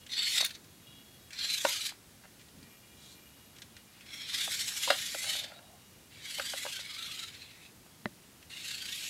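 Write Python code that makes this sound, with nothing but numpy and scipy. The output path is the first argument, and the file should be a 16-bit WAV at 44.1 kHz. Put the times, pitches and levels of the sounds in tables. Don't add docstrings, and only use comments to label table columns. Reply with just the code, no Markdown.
import sys
import numpy as np
from scipy import signal
from scipy.fft import rfft, irfft, next_fast_len
from scipy.io import wavfile
from scipy.ndimage import uniform_filter1d, map_coordinates

SR = 44100
rng = np.random.default_rng(int(sys.argv[2]) if len(sys.argv) > 2 else 0)


def field_ratio(decibels):
    return 10 ** (np.asarray(decibels, dtype=float) / 20)


def master(y):
    cut = np.clip(np.atleast_2d(y).T, -1, 1)
    pcm = np.round(cut * 32767)
    wavfile.write(sys.argv[1], SR, pcm.astype(np.int16))


N = 400869
T = np.arange(N) / SR

# (time [s], rattle level [dB], freewheel treble re rattle [dB])
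DRIVE_ROCKS = [
    [(0.09, -48, -8), (0.18, -33, -12.5), (0.274, -32.5, -9.5), (0.324, -35.5, -1.5), (0.384, -28.5, -7.5),
     (0.462, -36, -10), (0.505, -70, -15), (0.554, -45, -6), (0.589, -88, -14)],
    [(1.305, -68, 2), (1.392, -37, -12), (1.537, -34.5, -5.5), (1.621, -43.5, 1), (1.69, -35, -1),
     (1.801, -40.5, -5), (1.871, -38, -0.5), (1.911, -53, -7.5), (1.946, -78, 6)],
    [(3.92, -68, -25), (4.041, -64.5, -8), (4.136, -47, -4), (4.265, -44, -7.5), (4.345, -36.5, -6.5),
     (4.425, -35, -4.5), (4.485, -42, -0.5), (4.53, -37.5, -2), (4.734, -43.5, 2.5)],
    [(4.74, -46, 3.5), (4.859, -36, -1.5), (4.904, -33, -10), (4.969, -40, -2), (5.098, -41.5, -1.5),
     (5.173, -46.5, 4), (5.293, -36.5, -3.5), (5.378, -36.5, -6), (5.557, -63.5, -12)],
]
# (time [s], rattle level [dB], freewheel treble re rattle [dB])
DRIVE_FLOOR = [
    [(6.105, -60.5, -10), (6.201, -56.5, -6), (6.256, -47, -5.5), (6.341, -44, -2.5), (6.395, -44, -3),
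     (6.485, -42.5, -2), (6.545, -44, -1), (6.735, -43.5, -3), (6.864, -48.5, -7)],
    [(6.87, -47, -8), (7.029, -43.5, -7.5), (7.229, -45, -5.5), (7.323, -55.5, -5), (7.433, -54, -9),
     (7.583, -64.5, -6), (7.658, -58, -5), (7.69, -69, -14)],
    [(8.497, -53, -5), (8.53, -48.5, -8), (8.62, -47, -5), (8.685, -41.5, -3.5), (8.795, -45.5, -6.5),
     (8.94, -42.5, -4), (9.079, -44, 0)],
]
# (time [s], rattle level [dB], freewheel treble re rattle [dB])
STEER_GEARS = [
    (2.96, -71, -1),
    (3.033, -59.5, -1),
    (3.13, -59, -1),
    (3.188, -73, -3),
]
# (time [s], swell level [dB])
BINDS_CLIMB = [(0.103, -1), (0.121, 6), (0.181, 4), (0.229, 5.5), (0.275, 4), (0.382, 9), (0.412, 12),
               (0.451, 9), (0.51, 22), (0.557, 4), (1.333, 9), (1.349, 4), (1.393, -2.5), (1.447, 5),
               (1.505, 6), (1.544, 8), (1.583, 7.5), (1.651, 4.5), (1.694, 4.5), (1.731, 4.6), (1.767, 5.5),
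               (1.813, 6), (1.862, 6), (1.894, 9.5), (1.908, 7.5)]
# (time [s], swell level [dB])
BINDS_CROSS = [(4.067, 3), (4.09, 5), (4.108, 7), (4.125, 0), (4.142, 5), (4.218, 5.5), (4.295, 4.5),
               (4.346, 8.5), (4.386, 5), (4.414, 6), (4.447, 5), (4.546, 5), (4.596, 4.5), (4.614, 7.5),
               (4.685, 6.5), (4.775, 6.5), (4.833, 6.5), (4.906, 10.5), (4.932, 3), (4.991, 3.5),
               (5.024, 4.5), (5.066, 4), (5.145, 2.5), (5.19, 5.4), (5.232, 4.5), (5.3, 6), (5.336, 4),
               (5.366, 3.5), (5.398, 5.5), (5.443, 9), (5.486, 4), (5.517, 0)]
# (time [s], swell level [dB])
BINDS_FLOOR = [(6.258, 5.5), (6.308, 6.5), (6.349, 6), (6.385, 8.5), (6.422, 6), (6.461, 7), (6.502, 5.5),
               (6.522, 2), (6.582, 6), (6.635, 5.5), (6.693, 2.5), (6.731, 6), (6.765, 8), (6.806, 8),
               (6.855, 3.5), (6.907, 6.5), (6.948, 6.5), (6.99, 6.5), (7.029, 7.5), (7.066, 6), (7.119, 6),
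               (7.152, 5), (7.196, 7.5), (7.236, 8), (7.284, 7), (7.35, 5.5), (7.423, 6), (7.514, 6),
               (7.557, 5), (7.577, 1), (7.613, -1), (7.664, 1), (8.516, 2), (8.573, 5.5), (8.609, 4.5),
               (8.653, 4.5), (8.686, 3), (8.714, 5.5), (8.749, 6.5), (8.785, 6), (8.824, 7.5), (8.859, 8),
               (8.893, 6.5), (8.926, 6), (8.956, 4), (9.046, 2), (9.069, 1.5)]
# (time [s], swell level [dB])
BINDS_MORE = [(0.136, 7), (0.193, 6), (0.362, 3.5), (0.435, 1), (1.616, 6), (4.52, 6), (4.849, 3),
              (4.889, 2.5)]
# (frequency [Hz], level per Hz [dB])
SHELL_COLOUR = [(500, -33), (1100, -26.5), (1650, -13), (2200, -10), (3700, -5), (5000, -9), (7670, -9.5),
                (9450, -14), (12300, -15), (15700, -33)]
# (from time [s], three resonances [Hz], lift [dB])
FACING_PANELS = [(0.0, 3530, 4200, 5860, 11.5), (0.16, 3630, 4370, 7700, 12), (0.21, 3550, 4300, 7580, 9.6),
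                 (0.26, 3340, 4400, 7600, 9.6), (0.3, 3010, 3620, 4480, 8.9),
                 (0.345, 3600, 3960, 7760, 4.8), (0.401, 3650, 4400, 6030, 11),
                 (0.43, 3720, 4350, 6070, 11), (1.3, 4080, 5770, 7600, 13.5), (1.42, 4050, 5810, 7350, 11),
                 (1.48, 2380, 3960, 4280, 7.8), (1.56, 3270, 3800, 6500, 6.1),
                 (1.62, 3830, 6100, 6540, 2.5), (1.71, 3180, 4330, 6500, 8.1),
                 (1.79, 2400, 3930, 6100, 3.3), (2.95, 3360, 3940, 4310, 5.6),
                 (4.05, 3320, 4100, 5530, 14.7), (4.27, 3680, 4100, 5490, 8.3), (4.37, 3240, 3700, 5440, 5),
                 (4.47, 3490, 4800, 7520, 7.0), (4.57, 3630, 4350, 5510, 6.4),
                 (4.66, 2880, 5380, 7600, 5.6), (4.8, 2820, 3380, 3750, 4.1), (4.95, 2970, 3490, 7240, 5.3),
                 (5.1, 3650, 4240, 7500, 4.2), (5.26, 3010, 3800, 4230, 6.4), (5.33, 3010, 3600, 4400, 6.8),
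                 (6.15, 3170, 3870, 4650, 6), (6.3, 3100, 4520, 7900, 5.1), (6.44, 3180, 4670, 8070, 6.3),
                 (6.56, 3400, 3850, 4300, 3.2), (6.66, 2850, 3300, 4440, 8.8), (6.8, 3200, 3900, 4910, 6.7),
                 (6.97, 2720, 3550, 4050, 6.8), (7.15, 2760, 3830, 6800, 7.7),
                 (7.31, 2770, 3800, 4200, 6.6), (8.48, 2820, 3870, 4370, 7.5),
                 (8.63, 2740, 4370, 7600, 8.1), (8.8, 2780, 3150, 4700, 6.5), (8.91, 2430, 2990, 3930, 4.7)]
# (start [s], end [s], start pitch [Hz], end pitch [Hz], level [dB])
MESH_TONES = [(1.402, 1.53, 1080, 1320, -64), (1.725, 1.763, 1487, 1160, -57),
              (1.76, 1.81, 1130, 1410, -57), (4.12, 4.24, 2150, 2300, -51), (4.317, 4.45, 1153, 1510, -61),
              (4.68, 4.867, 740, 1010, -63), (4.967, 5.071, 1740, 1865, -53),
              (5.157, 5.305, 2000, 2204, -46.5), (5.307, 5.358, 1830, 1770, -49),
              (5.331, 5.419, 3070, 2950, -46), (6.336, 6.422, 3140, 3090, -50),
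              (6.445, 6.533, 3150, 3100, -44.5), (6.471, 6.525, 3460, 3350, -41.5),
              (6.44, 6.48, 1560, 1600, -54), (6.727, 6.825, 1645, 1397, -51.5),
              (6.248, 6.359, 2050, 2290, -56), (8.815, 8.874, 1480, 1530, -57),
              (6.59, 6.64, 2150, 2090, -43), (6.68, 6.8, 3240, 3160, -47), (6.36, 6.532, 2150, 2240, -68),
              (6.808, 6.98, 2205, 2255, -51), (6.892, 6.97, 1270, 1220, -57),
              (6.98, 7.068, 1340, 1307, -52.5), (7.072, 7.18, 1220, 1284, -57),
              (7.183, 7.254, 1420, 1300, -53), (8.521, 8.608, 2760, 2830, -51),
              (8.533, 8.608, 1853, 2470, -57), (8.505, 8.527, 1540, 1590, -58),
              (8.639, 8.783, 1487, 1783, -55.5), (8.7, 8.773, 2210, 2700, -65),
              (8.996, 9.09, 1610, 1940, -60), (5.411, 5.75, 718, 694, -64), (5.412, 5.605, 1450, 1380, -67),
              (8.889, 8.966, 1700, 2050, -51), (8.972, 9.092, 2300, 2700, -50),
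              (8.894, 8.97, 3880, 3950, -54), (8.97, 9.047, 3020, 3110, -48)]
# (time [s], peak level [dB], skid plate re frame [dB], bright plastic re frame [dB])
KNOCKS = [(0.384, -55, -9, -7), (0.405, -34.5, -0.5, -24), (0.424, -34, -20, -26), (1.444, -48, -2, 3),
          (1.648, -18, 0, -1), (1.661, -53, -17, -8), (1.919, -47, -1, -16), (2.236, -60, -6, 12),
          (2.244, -60, -6, 9), (2.252, -54, -2, 5), (4.476, -33, -14, -2), (4.875, -31, 2.5, -6),
          (4.881, -36.5, 0, -12), (4.902, -19.5, 0, 7.5), (4.909, -25, -4, 0), (4.924, -33, -6, 0),
          (4.949, -45, -12, -12), (5.145, -31, -28, 0.5), (5.241, -48, -14, 11), (5.351, -44, -6, 5),
          (5.441, -44.5, -7, -4), (5.517, -48, -18, 4), (5.587, -49.5, -18, 1.5), (6.383, -36.5, -12, -12),
          (6.396, -28, -16, 4.5), (6.534, -32.5, -13, 1.5), (6.651, -39.5, 1, 3), (6.662, -36, 1, 3),
          (6.79, -47.5, -10, 9), (7.862, -54, -5, 0)]
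# (frequency [Hz], level [dB], t60 [s])
CHASSIS_MODES = [(552, -2, 0.04), (626, -1.5, 0.022), (783, -8, 0.034), (980, 0, 0.0088),
                 (1460, 9.5, 0.0095), (1700, 7, 0.0071), (2050, 1, 0.017), (2700, 7.5, 0.0094),
                 (3500, -9, 0.011), (4400, 1, 0.0047)]
# (time [s], level [dB])
SCRAPE = [
    (5.2, -67),
    (5.246, -53.5),
    (5.8, -66.5),
]
# (frequency [Hz], level [dB], t60 [s])
TYRE_MODES = [(289, 0, 0.033)]
# (time [s], level [dB])
LANDINGS = [
    (1.6486, -26),
    (1.662, -40),
    (6.651, -38),
]
# (frequency [Hz], level [dB], t60 [s])
WHEEL_MODES = [(312, -14, 0.026), (406, -0.5, 0.021)]
# (time [s], peak level [dB], pitch [Hz])
TICKS = [(0.0642, -38.5, 3060), (0.103, -46, 3580), (0.1785, -40, 3500), (0.4482, -17.5, 10000),
         (0.4605, -24, 6030), (0.461, -37, 12500), (0.552, -51, 4030), (0.4922, -39, 3640),
         (0.506, -35, 4020), (0.6433, -46, 5450), (1.306, -39, 2700), (1.331, -34.5, 4190),
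         (1.389, -29, 3960), (2.395, -50, 3400), (2.412, -47, 3540), (2.484, -49, 3580), (2.628, -46, 4700),
         (3.564, -45, 2360), (3.584, -43, 2780), (3.6188, -37.5, 3470), (3.766, -39.5, 2880),
         (4.0083, -41.5, 2760), (4.0633, -44, 2350), (8.426, -46, 2820)]
# (from time [s], pulse share of period [0-1], whine level [dB],
# case resonance facing the microphone [Hz])
SERVO_HOLDS = [(0, 0.39, -62, 3300), (0.045, 0.2, -90, 3000), (0.6, 0.305, -76, 3800),
               (0.7, 0.39, -74, 3900), (0.81, 0.215, -73, 3200), (0.855, 0.222, -64, 3250),
               (1.03, 0.36, -66, 3400), (1.1, 0.375, -66, 3300), (1.185, 0.335, -68, 3800),
               (1.25, 0.36, -69, 3200), (1.3, 0.2, -90, 3000), (2.33, 0.41, -76, 2500),
               (2.365, 0.2, -90, 3000), (2.38, 0.13, -70, 2500), (2.428, 0.2, -90, 3000),
               (2.45, 0.41, -74, 2200), (2.505, 0.2, -90, 3000), (2.555, 0.39, -73, 2700),
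               (2.6, 0.135, -71, 2400), (2.69, 0.09, -70.5, 2500), (2.81, 0.08, -72, 2850),
               (2.95, 0.08, -72, 2800), (3.13, 0.09, -71.5, 2650), (3.28, 0.44, -71, 3000),
               (3.48, 0.43, -71, 3200), (3.535, 0.48, -71, 2900), (3.59, 0.2, -82, 3000),
               (3.68, 0.36, -73, 3200), (3.735, 0.43, -68, 2900), (3.82, 0.2, -80, 2800),
               (3.85, 0.29, -73, 2700), (3.9, 0.3, -77, 2300), (3.935, 0.41, -68.5, 2700),
               (4.02, 0.31, -73, 3600), (4.06, 0.2, -90, 3000), (5.53, 0.435, -63.5, 3600),
               (5.6, 0.44, -71, 3300), (5.7, 0.425, -74, 3200), (5.9, 0.435, -74, 2800),
               (6.08, 0.2, -90, 3000), (7.9, 0.37, -79, 3400), (8.03, 0.2, -90, 3000),
               (8.2, 0.415, -78, 2500), (8.49, 0.2, -90, 3000)]
# (time [s], level [dB])
SERVO_WHISTLE = [(.55, -88), (.7, -76), (1.25, -70), (1.33, -95), (2.55, -95), (2.7, -69), (3.5, -71),
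                 (3.7, -80)]
# (frequency [Hz], level [dB], t60 [s])
CASE_MODES = [(124, -6, 0.078), (206, 7, 0.044), (346, -8, 0.084), (590, -0.5, 0.049), (1090, -10, 0.032),
              (1830, -7, 0.051), (2020, 4.5, 0.02), (3920, -4.5, 0.013)]
# (frequency [Hz], level per Hz [dB])
AIR_COLOUR = [(15, -59), (25, -26), (76, -4), (220, -5), (400, -10), (1820, -12.5), (3990, -13),
              (10800, -15.5), (15800, -20.5)]


def unit(x):
    return x / np.sqrt(np.mean(x ** 2) + 1e-20)


def along(points, hz):
    f, v = np.transpose(points)
    return np.interp(np.log(hz + 1), np.log(f + 1), v)


def curves(rows, t=T, edge=None):
    s, *cols = np.transpose(rows)
    return [np.interp(t, s, c, edge, edge) for c in cols]


def wobble(rate):
    knots = rng.standard_normal(int(N * rate / SR) + 4)
    return map_coordinates(knots, [T * rate])


def coloured(x, gain):
    m = next_fast_len(len(x) + 8192)
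    return irfft(rfft(x, m) * gain(np.fft.rfftfreq(m, 1 / SR)), m)[:len(x)]


def ring(modes, t):
    return sum(field_ratio(db - 60 * t / t60) * np.sin(2 * np.pi * hz * t) for hz, db, t60 in modes)


def tight_spots(dip=0.51, tight_share=0.17, longest_turn_s=0.043):
    swell = np.zeros(N)
    at, size_db = np.transpose(sorted(BINDS_CLIMB + BINDS_CROSS + BINDS_FLOOR + BINDS_MORE))
    turns_s = np.minimum(np.gradient(at), longest_turn_s)
    for centre, height_db, turn_s in zip(at, size_db, turns_s):
        near = slice(max(round((centre - 0.1) * SR), 0), round((centre + 0.1) * SR))
        swell[near] += height_db * np.exp(-0.5 * ((T[near] - centre) / (tight_share * turn_s)) ** 2)
    return swell - dip * 2 * uniform_filter1d(swell, size=SR // 10)


def shell_colour(hz, t, shape, patchy_db=3.0, width_hz=190):
    def bump(centre_hz):
        return 1 / (1 + ((hz - centre_hz) / width_hz) ** 2)

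    flex = uniform_filter1d(rng.standard_normal(shape), size=2, axis=0)
    flex = uniform_filter1d(flex, size=22, axis=1)
    facing_db = (t < 8.4) * (2.5 * bump(2110) - 3 * bump(2720))
    colour = field_ratio(along(SHELL_COLOUR, hz) + patchy_db * unit(flex) + facing_db)
    bend = 1 + 0.012 * np.array([np.interp(t, T, wobble(14)) for _ in range(3)])
    ends = [row[0] for row in FACING_PANELS[1:]] + [N / SR + 1]
    for (start, *panels, db), end in zip(FACING_PANELS, ends):
        on = (t >= start) & (t < end)
        colour[:, on] *= field_ratio(db * sum(map(bump, np.array(panels)[:, None] * bend[:, on])))
    return colour


def drive_gain(hz, t, colour):
    gain = np.zeros(colour.shape)
    for run in DRIVE_ROCKS + DRIVE_FLOOR + [STEER_GEARS]:
        on = (t >= run[0][0]) & (t < run[-1][0] + 0.012)
        rattle_db, free_db = curves(run, t[on])
        slow_db = np.maximum(-42 - rattle_db, 0)
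        low_db = rattle_db - 6.5 + 0.41 * free_db + 0.5 * slow_db
        if run is STEER_GEARS:
            low_db = low_db - 20
        gain[:, on] = 0
        bands = (0, 2700, low_db), (2700, 5200, rattle_db), (5200, SR, rattle_db + free_db)
        for low_hz, high_hz, level_db in bands:
            part = colour[:, on] * ((hz >= low_hz) & (hz < high_hz))
            usual = np.sqrt(uniform_filter1d(np.mean(part ** 2, axis=0), size=20))
            gain[:, on] += part * field_ratio(level_db) / usual
        gain[:, on] *= field_ratio(-0.16 * slow_db * (hz > 8800))
    return gain


def gearbox(swell_db):
    blows_per_s, spread_db, brush = 7000, 2.5, 1.3
    struck = rng.random(N) < blows_per_s / SR
    force = field_ratio(spread_db * np.clip(rng.standard_normal(N), -2, 2))
    blows = struck * force * rng.choice([-1, 1], N)
    rough = unit(blows) + brush * rng.standard_normal(N)
    hz, t, z = signal.stft(rough, SR, nperseg=512, noverlap=384)
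    hz = hz[:, None]
    gain = drive_gain(hz, t, shell_colour(hz, t, z.shape))
    rattle = signal.istft(z * gain, SR, nperseg=512, noverlap=384)[1][:N]
    return field_ratio(swell_db) * rattle / np.sqrt(1 + brush ** 2)


def mesh(swell_db, waver_hz=28, edge_s=0.018, rough=0.55):
    out = np.zeros(N)
    waver = waver_hz * (wobble(110) + 0.5 * wobble(30))
    flutter_db = 3 * wobble(60)
    for start, end, start_hz, end_hz, db in MESH_TONES:
        near = slice(round((start - edge_s) * SR), round((end + edge_s) * SR))
        t = T[near]
        fade = np.clip(np.minimum(t - start, end - t) / edge_s + 0.5, 0, 1)
        hz = np.interp(t, [start, end], [start_hz, end_hz]) + waver[near]
        out[near] += fade * field_ratio(db) * np.sin(2 * np.pi * np.cumsum(hz) / SR)
    return out * field_ratio(0.38 * swell_db + flutter_db) * (0.8 + rough * wobble(260))


def knocks(contact_s=0.007):
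    out, t = np.zeros(N + SR), np.arange(SR // 8) / SR
    for s, db, plate_db, bright_db in KNOCKS:
        contact = rng.standard_normal(len(t)) * np.exp(-(t / contact_s) ** 4)
        contact *= np.minimum(t / 0.0015, 1) ** 2
        frame = CHASSIS_MODES[:3], db
        plate = CHASSIS_MODES[3:4], db + plate_db
        plastic = CHASSIS_MODES[4:], db + bright_db
        for modes, level_db in (frame, plate, plastic):
            hit = np.zeros(len(t))
            for mode in modes:
                partial = signal.fftconvolve(contact, ring([mode], t))[:len(t)]
                hit += field_ratio(mode[1]) * partial / np.abs(partial).max()
            hit /= np.linalg.norm(field_ratio([mode[1] for mode in modes]))
            out[round(s * SR):][:len(t)] += field_ratio(level_db) * hit
    return out[:N]


def scrape():
    t = np.arange(SR // 8) / SR
    grit = rng.standard_normal(N) * field_ratio(1.3 * wobble(45))
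    drag = unit(signal.fftconvolve(grit, ring(CHASSIS_MODES[1:3], t))[:N])
    return field_ratio(curves(SCRAPE, edge=-120)[0]) * drag


def chassis():
    return coloured(knocks() + scrape(), lambda hz: 1 / (1 + (510 / (hz + 1)) ** 10))


def wheels():
    out, t = np.zeros(N + SR), np.arange(SR // 8) / SR
    for s, db, *_ in KNOCKS:
        out[round(s * SR):][:len(t)] += field_ratio(db - 14) * ring(TYRE_MODES, t) * np.minimum(t / 0.005, 1)
    for s, db in LANDINGS:
        out[round(s * SR):][:len(t)] += field_ratio(db) * ring(WHEEL_MODES, t) * np.minimum(t / 0.0029, 1)
    return out[:N]


def ticks():
    out, t = np.zeros(N + SR), np.arange(SR // 30) / SR
    for s, db, hz in TICKS:
        def snap_colour(f):
            broad = 1.05 / (1 + (f / max(7500, 2.0 * hz)) ** 4)
            return (f > 1400) * (broad + np.exp(-0.5 * ((f - hz) / 500) ** 2))

        decay = field_ratio(-60 * t / 0.051 * max(hz / 4000, 1))
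        snap = rng.standard_normal(len(t)) * decay * np.minimum(t / 0.00096, 1)
        snap = coloured(snap, snap_colour)
        out[round(s * SR):][:len(t)] += field_ratio(db) * snap / np.abs(snap).max()
    return out[:N]


def servo(switch_hz=476.8, case_width_hz=580, flutter_db=1.8, leak=0.1, buzz=0.4):
    start, share, db, case_hz = np.transpose(SERVO_HOLDS)
    row = np.clip(np.searchsorted(start, T) - 1, 0, None)
    whistle = field_ratio(curves(SERVO_WHISTLE)[0])
    jitter_s = 0.000005 * wobble(150)
    settle = 1 - np.exp(-((T - start[row]) / 0.012) ** 2)
    out = np.zeros(N)
    for k in [*range(3, 15), *range(22, 29)]:
        hz = k * switch_hz
        comb = np.abs(np.sin(np.pi * k * share)) + leak
        body = field_ratio(db + 3.7) * comb / np.sqrt(1 + ((hz - case_hz) / case_width_hz) ** 4)
        top = whistle * comb[row] * np.exp(-0.5 * ((hz - 12200) / 900) ** 2)
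        level = uniform_filter1d(body[row] * settle, size=700) + top
        cycles = hz * (T + jitter_s * hz / 3000) + rng.random()
        out += level * field_ratio(flutter_db * wobble(40)) * np.sin(2 * np.pi * cycles)
    return out * (1 + buzz * wobble(500))


def tap(tap_s=8.0572, tap_db=-15):
    t = np.maximum(T - tap_s, 0)
    push = np.exp(-0.5 * ((T - tap_s - 0.00025) / 0.00009) ** 2)
    touch = field_ratio(tap_db) * (push - 0.14 * ring(CASE_MODES, t))
    return coloured(touch, lambda hz: 1 / (1 + (80 / (hz + 1)) ** 4))


def room(x, t60_s=0.18):
    t = np.arange(SR // 3) / SR
    tail = rng.standard_normal(len(t)) * field_ratio(-60 * t / t60_s) * (t > 0.004)
    return signal.fftconvolve(x, tail / np.linalg.norm(tail))[:N]


def background(rumble_db=-62, hiss_db=-59):
    air = coloured(rng.standard_normal(N), lambda hz: field_ratio(along(AIR_COLOUR, hz)))
    low = coloured(air, lambda hz: 1 / (1 + (hz / 400) ** 4))
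    hiss = (air - low) / np.std(air)
    thud_s, thud_lasts_s, thud_db = 2.56, 0.09, 6
    thud = (T > thud_s) & (T < thud_s + thud_lasts_s)
    lift_db = uniform_filter1d(thud_db * thud, size=800)
    return field_ratio(rumble_db + lift_db + wobble(10.0)) * unit(low) + field_ratio(hiss_db) * hiss


def scene():
    swell_db = tight_spots()
    toy = gearbox(swell_db) + mesh(swell_db) + chassis() + wheels() + ticks()
    return (toy + field_ratio(-12) * room(toy) + servo() + tap() + background())[None]


def roll_off(x):
    return signal.sosfilt(signal.butter(12, 16060, fs=SR, output="sos"), x)


def record(dry):
    clip = 0.25
    squeezed = dry[0] / (1 + (dry[0] / clip) ** 4) ** (1 / 4)
    mix = coloured(squeezed, lambda hz: hz < 15800)[None]
    return roll_off(mix)


dry = scene()
out = record(dry)
master(out)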